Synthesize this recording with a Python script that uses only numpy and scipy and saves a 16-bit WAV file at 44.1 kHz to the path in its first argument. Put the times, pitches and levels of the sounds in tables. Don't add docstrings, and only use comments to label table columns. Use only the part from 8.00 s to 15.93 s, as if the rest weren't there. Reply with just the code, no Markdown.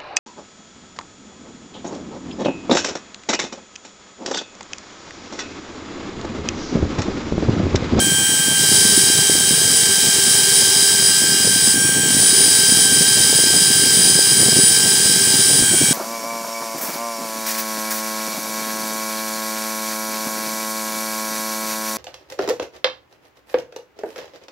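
import sys
import numpy as np
from scipy import signal
from scipy.fft import rfft, irfft, next_fast_len
from scipy.io import wavfile
from scipy.ndimage import map_coordinates

SR = 44100
rng = np.random.default_rng(int(sys.argv[2]) if len(sys.argv) > 2 else 0)


def to_wav(s):
    ch = np.atleast_2d(s).T
    pcm = np.round(np.clip(ch, -1, 1) * 32767)
    wavfile.write(sys.argv[1], SR, pcm.astype(np.int16))


N = 349713
TIME_S = np.arange(N) / SR
FREE_SPEED_HZ = 394.96
WHEEL_RATIO = .12262
CUT_S = 7.622


def amp(db):
    return 10 ** (np.asarray(db) / 20)


def unit(x):
    return x / np.sqrt(np.mean(x ** 2) + 1e-20)


def curves(rows):
    times, *columns = np.transpose(rows)
    return [np.interp(TIME_S, times, column) for column in columns]


def wobble(rate):
    knots = rng.standard_normal(int(N * rate / SR) + 4)
    coarse = np.arange(0, N + 32, 32)
    return np.interp(np.arange(N), coarse, map_coordinates(knots, [coarse * rate / SR]))


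def filtered(x, response):
    size = next_fast_len(N + SR // 4)
    return irfft(rfft(x, size) * response(np.fft.rfftfreq(size, 1 / SR)), size)[:N]


def coloured(x, spectrum):
    points_hz, gain_db = np.transpose(spectrum)
    return filtered(x, lambda hz: amp(np.interp(np.log(hz + 1), np.log(points_hz), gain_db)))


def resonance(x, hz, width_hz):
    return unit(filtered(x, lambda f: 1j * f * width_hz / (hz * hz - f * f + 1j * f * width_hz)))


def cyclic_noise(turns, share):
    size = int(N / turns[-1])
    pattern = signal.resample(rng.standard_normal(size), 16 * size)
    repeating = pattern[(turns % 1 * len(pattern)).astype(int)]
    return np.sqrt(share) * unit(repeating) + np.sqrt(1 - share) * rng.standard_normal(N)


def tone(turns, rough, flutter_rate):
    angle = 2 * np.pi * ((turns + rng.random()) % 1)
    wave = (1 + rough * wobble(flutter_rate)) * np.sin(angle)
    return unit(wave + rough * wobble(flutter_rate) * np.cos(angle))


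def loaded_tones(table, turns, load, rough):
    sound = np.zeros(N)
    for multiple, free_db, loaded_db in table:
        level_db = free_db + (loaded_db - free_db) * load + 1.5 * wobble(14)
        sound += amp(level_db) * tone(multiple * turns, rough + .005 * multiple, flutter_rate=35)
    return sound


def workshop_echo(x, echo_db, decay_s):
    t = np.arange(SR // 4) / SR
    echo = rng.standard_normal(len(t)) * amp(-60 * t / decay_s)
    return x + amp(echo_db) * signal.fftconvolve(x, echo / np.linalg.norm(echo))[:N]


def thump():
    return amp(-28) * np.exp(-((TIME_S - CUT_S) / .0035) ** 2)


# time_s, level_db
DRAUGHT_LEVELS = [(0, -27), (.5, -28.5), (.9, -25.5), (1.6, -30), (2.7, -30), (3.9, -25), (4.4, -27),
                  (4.75, -26), (5.5, -27.5), (6.5, -25), (7.1, -27.5), (7.5, -28), (7.7, -22.5),
                  (7.93, -30)]
# frequency_hz, gain_db
RUMBLE_SPECTRUM = [(20, -38), (45, -35), (70, -15), (100, -4.5), (160, 1), (300, -4), (430, -7),
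                   (600, -18.5), (1000, -30.5), (2500, -43)]
# frequency_hz, gain_db
EDGE_SPECTRUM = [(200, -26), (400, -1.5), (550, -2), (750, -3.5), (1100, -14), (3000, -45)]

def draught():
    level_db, = curves(DRAUGHT_LEVELS)
    gusts = amp(7.7 * np.tanh(.72 * wobble(110)) + 2.6 * np.tanh(wobble(25)))
    rumble = unit(coloured(gusts * rng.standard_normal(N), RUMBLE_SPECTRUM))
    edges = unit(coloured(gusts ** 2 * rng.standard_normal(N), EDGE_SPECTRUM))
    return amp(level_db - 1.23) * rumble + amp(level_db - 14) * edges


def small_puffs(count):
    draught_db, = curves(DRAUGHT_LEVELS)
    at = rng.integers(SR // 20, N - SR // 20, count)
    size, pitch = rng.standard_normal((count, 2)).T
    return list(zip(at / SR, draught_db[at] + 9 - .5 * size, 245 * np.exp(.2 * pitch)))


# peak_s, level_db, pitch_hz
BIG_PUFFS = [(.023, -10.5, 310), (.071, -8, 318), (.484, -11, 243), (.854, -9, 210), (.978, -5, 285),
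             (1.101, -7.5, 320), (1.298, -6, 344), (1.354, -10, 300), (1.51, -10.5, 240), (3.969, -11, 231),
             (4.148, -9, 280), (4.169, -7, 248.1), (4.329, -13, 320), (4.724, -9, 230.2), (5.01, -13, 210),
             (5.329, -9, 399.4), (5.389, -9, 413), (5.439, -10, 400), (5.471, -13, 279), (5.838, -11, 250),
             (6.1, -12, 297), (6.191, -6, 410), (6.432, -8, 363), (6.589, -10, 221), (6.639, -11, 199.9),
             (7.342, -10.5, 250.5), (7.608, -13, 248), (7.625, -10, 272), (7.816, -6, 288),
             (7.912, -5, 248)]

def air_puffs():
    puffs = np.zeros(N)
    for peak_s, level_db, pitch_hz in BIG_PUFFS + small_puffs(count=26):
        near = slice(max(int((peak_s - .02) * SR), 0), int((peak_s + .03) * SR))
        cycles = (TIME_S[near] - peak_s) * pitch_hz
        shape = np.exp(-np.maximum(-cycles / .36, cycles / .52))
        swing = 2 * np.pi * (cycles + rng.random())
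        puffs[near] += amp(level_db + .5) * shape * (np.sin(swing) + .33 * shape * np.sin(2 * swing))
    return coloured(puffs, [(30, -22), (70, -7), (130, .5), (800, -2.5), (2000, -14)])


# frequency_hz, gain_db
RUSH_SPECTRUM = [(100, -21), (650, -22.5), (1100, -9.5), (1420, -10.5), (1620, -1), (1900, -6), (2700, -9),
                 (3150, -0.5), (3500, -7.5), (4800, 0.5), (5900, -2.5), (8900, 3), (10200, -1),
                 (10900, -12), (12100, -12.5), (15000, -5)]

def motor_rush(wheel_turns):
    rush = workshop_echo(cyclic_noise(wheel_turns, share=.1), echo_db=-6.5, decay_s=.36)
    return amp(-19) * unit(coloured(rush, RUSH_SPECTRUM))


# time_s, whine_db, fan_db
MOTOR_LEVELS = [(0, -22.5, -27), (.55, -23, -27.5), (.8, -23, -22.5), (1.25, -23.5, -28.5),
                (1.55, -25.5, -30), (2.1, -24.5, -28.5), (3.4, -26, -27.5), (3.9, -31, -27.5),
                (4.05, -26, -27.5), (4.4, -26.5, -26.5), (4.9, -22.5, -25.5), (5.55, -25, -27),
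                (6.2, -25.5, -28.5), (7.25, -27.5, -29), (7.68, -26, -30.5), (7.82, -28, -37),
                (7.93, -30.5, -36)]
# multiple_of_rotor_speed, free_db, loaded_db
ROTOR_TONES = [(2, -45, -46), (10, -43, -38), (14, -35, -34), (16, -39, -35), (20, -36, -27),
               (24, -33, -38)]

def motor(turns, speed_hz, force, load, racing):
    fan_blades, slots = 4, 8
    whine_db, fan_db = curves(MOTOR_LEVELS)
    fan_db += 2 * (speed_hz - FREE_SPEED_HZ)
    fan = amp(fan_db) * tone(fan_blades * turns, rough=.092, flutter_rate=40)
    whine = amp(whine_db - 3.5 * force) * tone(slots * turns, rough=.08, flutter_rate=35)
    overtones = amp(1.6) * loaded_tones(ROTOR_TONES, turns, load, rough=.14)
    race_tone = racing * amp(-31) * tone(14 * turns, rough=.16, flutter_rate=42)
    return fan + whine + overtones + race_tone


# multiple_of_rotor_speed, free_db, loaded_db
GEAR_TONES = [(1.158, -53, -40), (2.221, -42, -46), (4.082, -47, -42), (4.211, -39, -38), (4.334, -54, -41),
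              (5.779, -40, -43), (6.221, -41, -45), (7.216, -39, -38), (7.85, -40, -38), (8.164, -40, -36),
              (8.668, -52, -40), (9.744, -48, -38), (14.433, -36, -37), (15.782, -39, -37),
              (16.831, -48, -37), (17.22, -38, -44), (19.557, -35, -39), (19.782, -22, -29.5),
              (20.218, -37, -21.5), (21.642, -26, -27), (21.779, -33, -36), (22.249, -33, -33),
              (23.782, -32, -33), (24.17, -42, -32), (24.273, -41, -36), (26.221, -31.5, -39),
              (27.782, -42, -48), (28.218, -47, -42), (28.859, -48, -44), (36.075, -45, -52)]

def gears(turns, load):
    return amp(-.54) * loaded_tones(GEAR_TONES, turns, load, rough=.12)


def whistle(turns, force, racing):
    force_db = 22 * np.tanh(force / .66)
    level_db = -34.5 + force_db + 15 * racing + 1.2 * wobble(16)
    return amp(level_db) * tone(24.218 * turns, rough=.17, flutter_rate=100)


# multiple_of_rotor_speed, level_db
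CUP_BRUSH_TONES = [(2.405, -47), (3.782, -36), (5.785, -34.5), (8.226, -35), (17.438, -38), (19.223, -36),
                   (21.642, -28), (22.218, -34), (23.782, -31)]

def cup_brush(turns, cup_on):
    return cup_on * sum(amp(level_db) * tone(multiple * turns, rough=.22, flutter_rate=22)
                        for multiple, level_db in CUP_BRUSH_TONES)


def steel_song(wheel_turns, beat):
    tufts_per_turn = 103
    rubbing = cyclic_noise(wheel_turns, share=.088) * amp(1.4 * beat)
    swells = np.cos(2 * np.pi * wheel_turns + .2 * wobble(70)) + .18
    strikes = tone(tufts_per_turn * wheel_turns, rough=.25, flutter_rate=40) * swells
    rubbed_ring = amp(-6.8) * resonance(rubbing, hz=4860, width_hz=140)
    struck_ring = amp(1.3) * resonance(strikes, hz=4940, width_hz=260)
    return rubbed_ring + struck_ring


# time_s, scrape_db, sing_db, hum_db
SPANNER_LEVELS = [(.6, -18, -29, -49), (.83, -17, -27, -34), (1.1, -18.5, -28.5, -34.5),
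                  (1.4, -20.5, -34, -39), (1.65, -20, -26.5, -39), (2.1, -18.5, -29.5, -36),
                  (2.65, -17.5, -25, -32), (3.35, -22, -25.5, -39), (3.7, -21.5, -24, -40),
                  (4.1, -19.5, -31, -43), (4.35, -19, -26, -31), (4.55, -18.5, -22.5, -36),
                  (4.9, -19.5, -25, -38), (5.3, -19, -23.5, -39), (6.3, -20, -22.5, -34.5),
                  (7.6, -19.5, -24.5, -37)]
# frequency_hz, gain_db
SCRAPE_SPECTRUM = [(300, -28), (750, -7), (1100, -15.5), (1900, -8), (2700, -9.5), (3170, -1), (3550, -6),
                   (3950, 3), (4300, -5.5), (4750, 3), (5450, 2.5), (5900, -3), (6500, -0.5), (10000, 0.5),
                   (10900, -11), (12300, -11), (14800, -12.5)]

def brushing(turns, contact, force, cup_on):
    scrape_db, sing_db, hum_db = curves(SPANNER_LEVELS)
    wheel_turns = turns * WHEEL_RATIO
    angle = 2 * np.pi * wheel_turns
    beat = .31 * np.cos(angle) + np.cos(2 * angle)
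    grip_db = .28 * wobble(18)
    scratches = workshop_echo(cyclic_noise(wheel_turns, share=.13), echo_db=-4.5, decay_s=.14)
    scratches *= amp(.26 * beat + 1.3 * wobble(500))
    hiss = contact * amp(scrape_db + 1.5 * force + grip_db) * unit(coloured(scratches, SCRAPE_SPECTRUM))
    song = contact ** 2 * (1 - cup_on) * amp(sing_db + grip_db) * steel_song(wheel_turns, beat)
    hum = (contact ** 2 + .065) * amp(hum_db) * tone(turns, rough=.55, flutter_rate=44)
    return hiss + song + hum


# start_s, end_s, contact_0_to_1, force_0_to_1
SPANNER_STROKES = [(.24, .56, .36, .06), (.56, 3.735, 1, .28), (4.05, 7.6, .96, .56), (7.61, 8, .62, .3)]
# middle_s, length_s, extra_force
HAND_SHOVES = [(0.774, 0.29, 0.42), (0.982, 0.41, .32), (1.526, .26, 0.28), (1.78, .2, .45),
               (2.07, .2, -0.16), (2.34, .15, 0.38), (2.571, 0.098, 0.63), (2.83, .22, .3),
               (3.071, .13, 0.32), (3.472, .11, 0.28), (3.66, .13, 0.61), (4.259, .2, 0.41),
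               (4.47, .4, 0.28), (4.82, .11, 0.28), (4.897, 0.087, -0.27), (5.052, .1, -.15),
               (5.207, 0.11, 0.19), (5.38, 0.098, 0.235), (5.49, .16, -0.29), (5.9, 0.099, -.3),
               (6.03, 0.27, 0.4), (6.42, .12, 0.28), (6.68, .3, 0.21), (7.301, .12, -0.14),
               (7.768, 0.15, .3), (7.901, .16, -0.23)]

def hands():
    attack_s, release_s = .035, .025
    contact, force = np.zeros(N), np.zeros(N)
    for start_s, end_s, share, push in SPANNER_STROKES:
        bite = 1 - np.exp(-np.maximum(TIME_S - start_s, 0) / attack_s)
        held = bite * np.exp(-np.maximum(TIME_S - end_s, 0) / release_s)
        contact += share * held
        force += push * held
    shoves = sum(extra * swell(middle_s, length_s) for middle_s, length_s, extra in HAND_SHOVES)
    tremble = .0516 * contact * wobble(18)
    return contact, np.maximum(force + shoves + tremble, 0)


def swell(middle_s, length_s):
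    return np.cos(np.pi * np.clip((TIME_S - middle_s) / length_s, -.5, .5)) ** 2


def scene():
    warming_hz_per_s, sag_hz, race_hz = .25, 3.8, .8
    contact, force = hands()
    load = np.clip(contact ** 2 * (.51 + .7 * force), 0, 1)
    racing = swell(middle_s=3.85, length_s=.3334)
    cup_on = np.clip((TIME_S - CUT_S) / .0049, 0, 1)
    speed_hz = FREE_SPEED_HZ + warming_hz_per_s * TIME_S - sag_hz * force + race_hz * racing
    jerks_hz = .25 * contact * wobble(25)
    turns = np.cumsum(speed_hz + jerks_hz) / SR
    loose_turns = turns + .00075 * wobble(130)
    mono = thump() + draught() + air_puffs()
    mono += motor_rush(turns * WHEEL_RATIO) + motor(turns, speed_hz, force, load, racing)
    mono += gears(loose_turns, load) + whistle(loose_turns, force, racing)
    mono += cup_brush(loose_turns, cup_on) + brushing(turns, contact, force, cup_on)
    return np.array([mono, mono])


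def record(dry):
    return np.array([filtered(channel, lambda hz: hz < 15750) for channel in dry])


dry = scene()
out = record(dry)
to_wav(out)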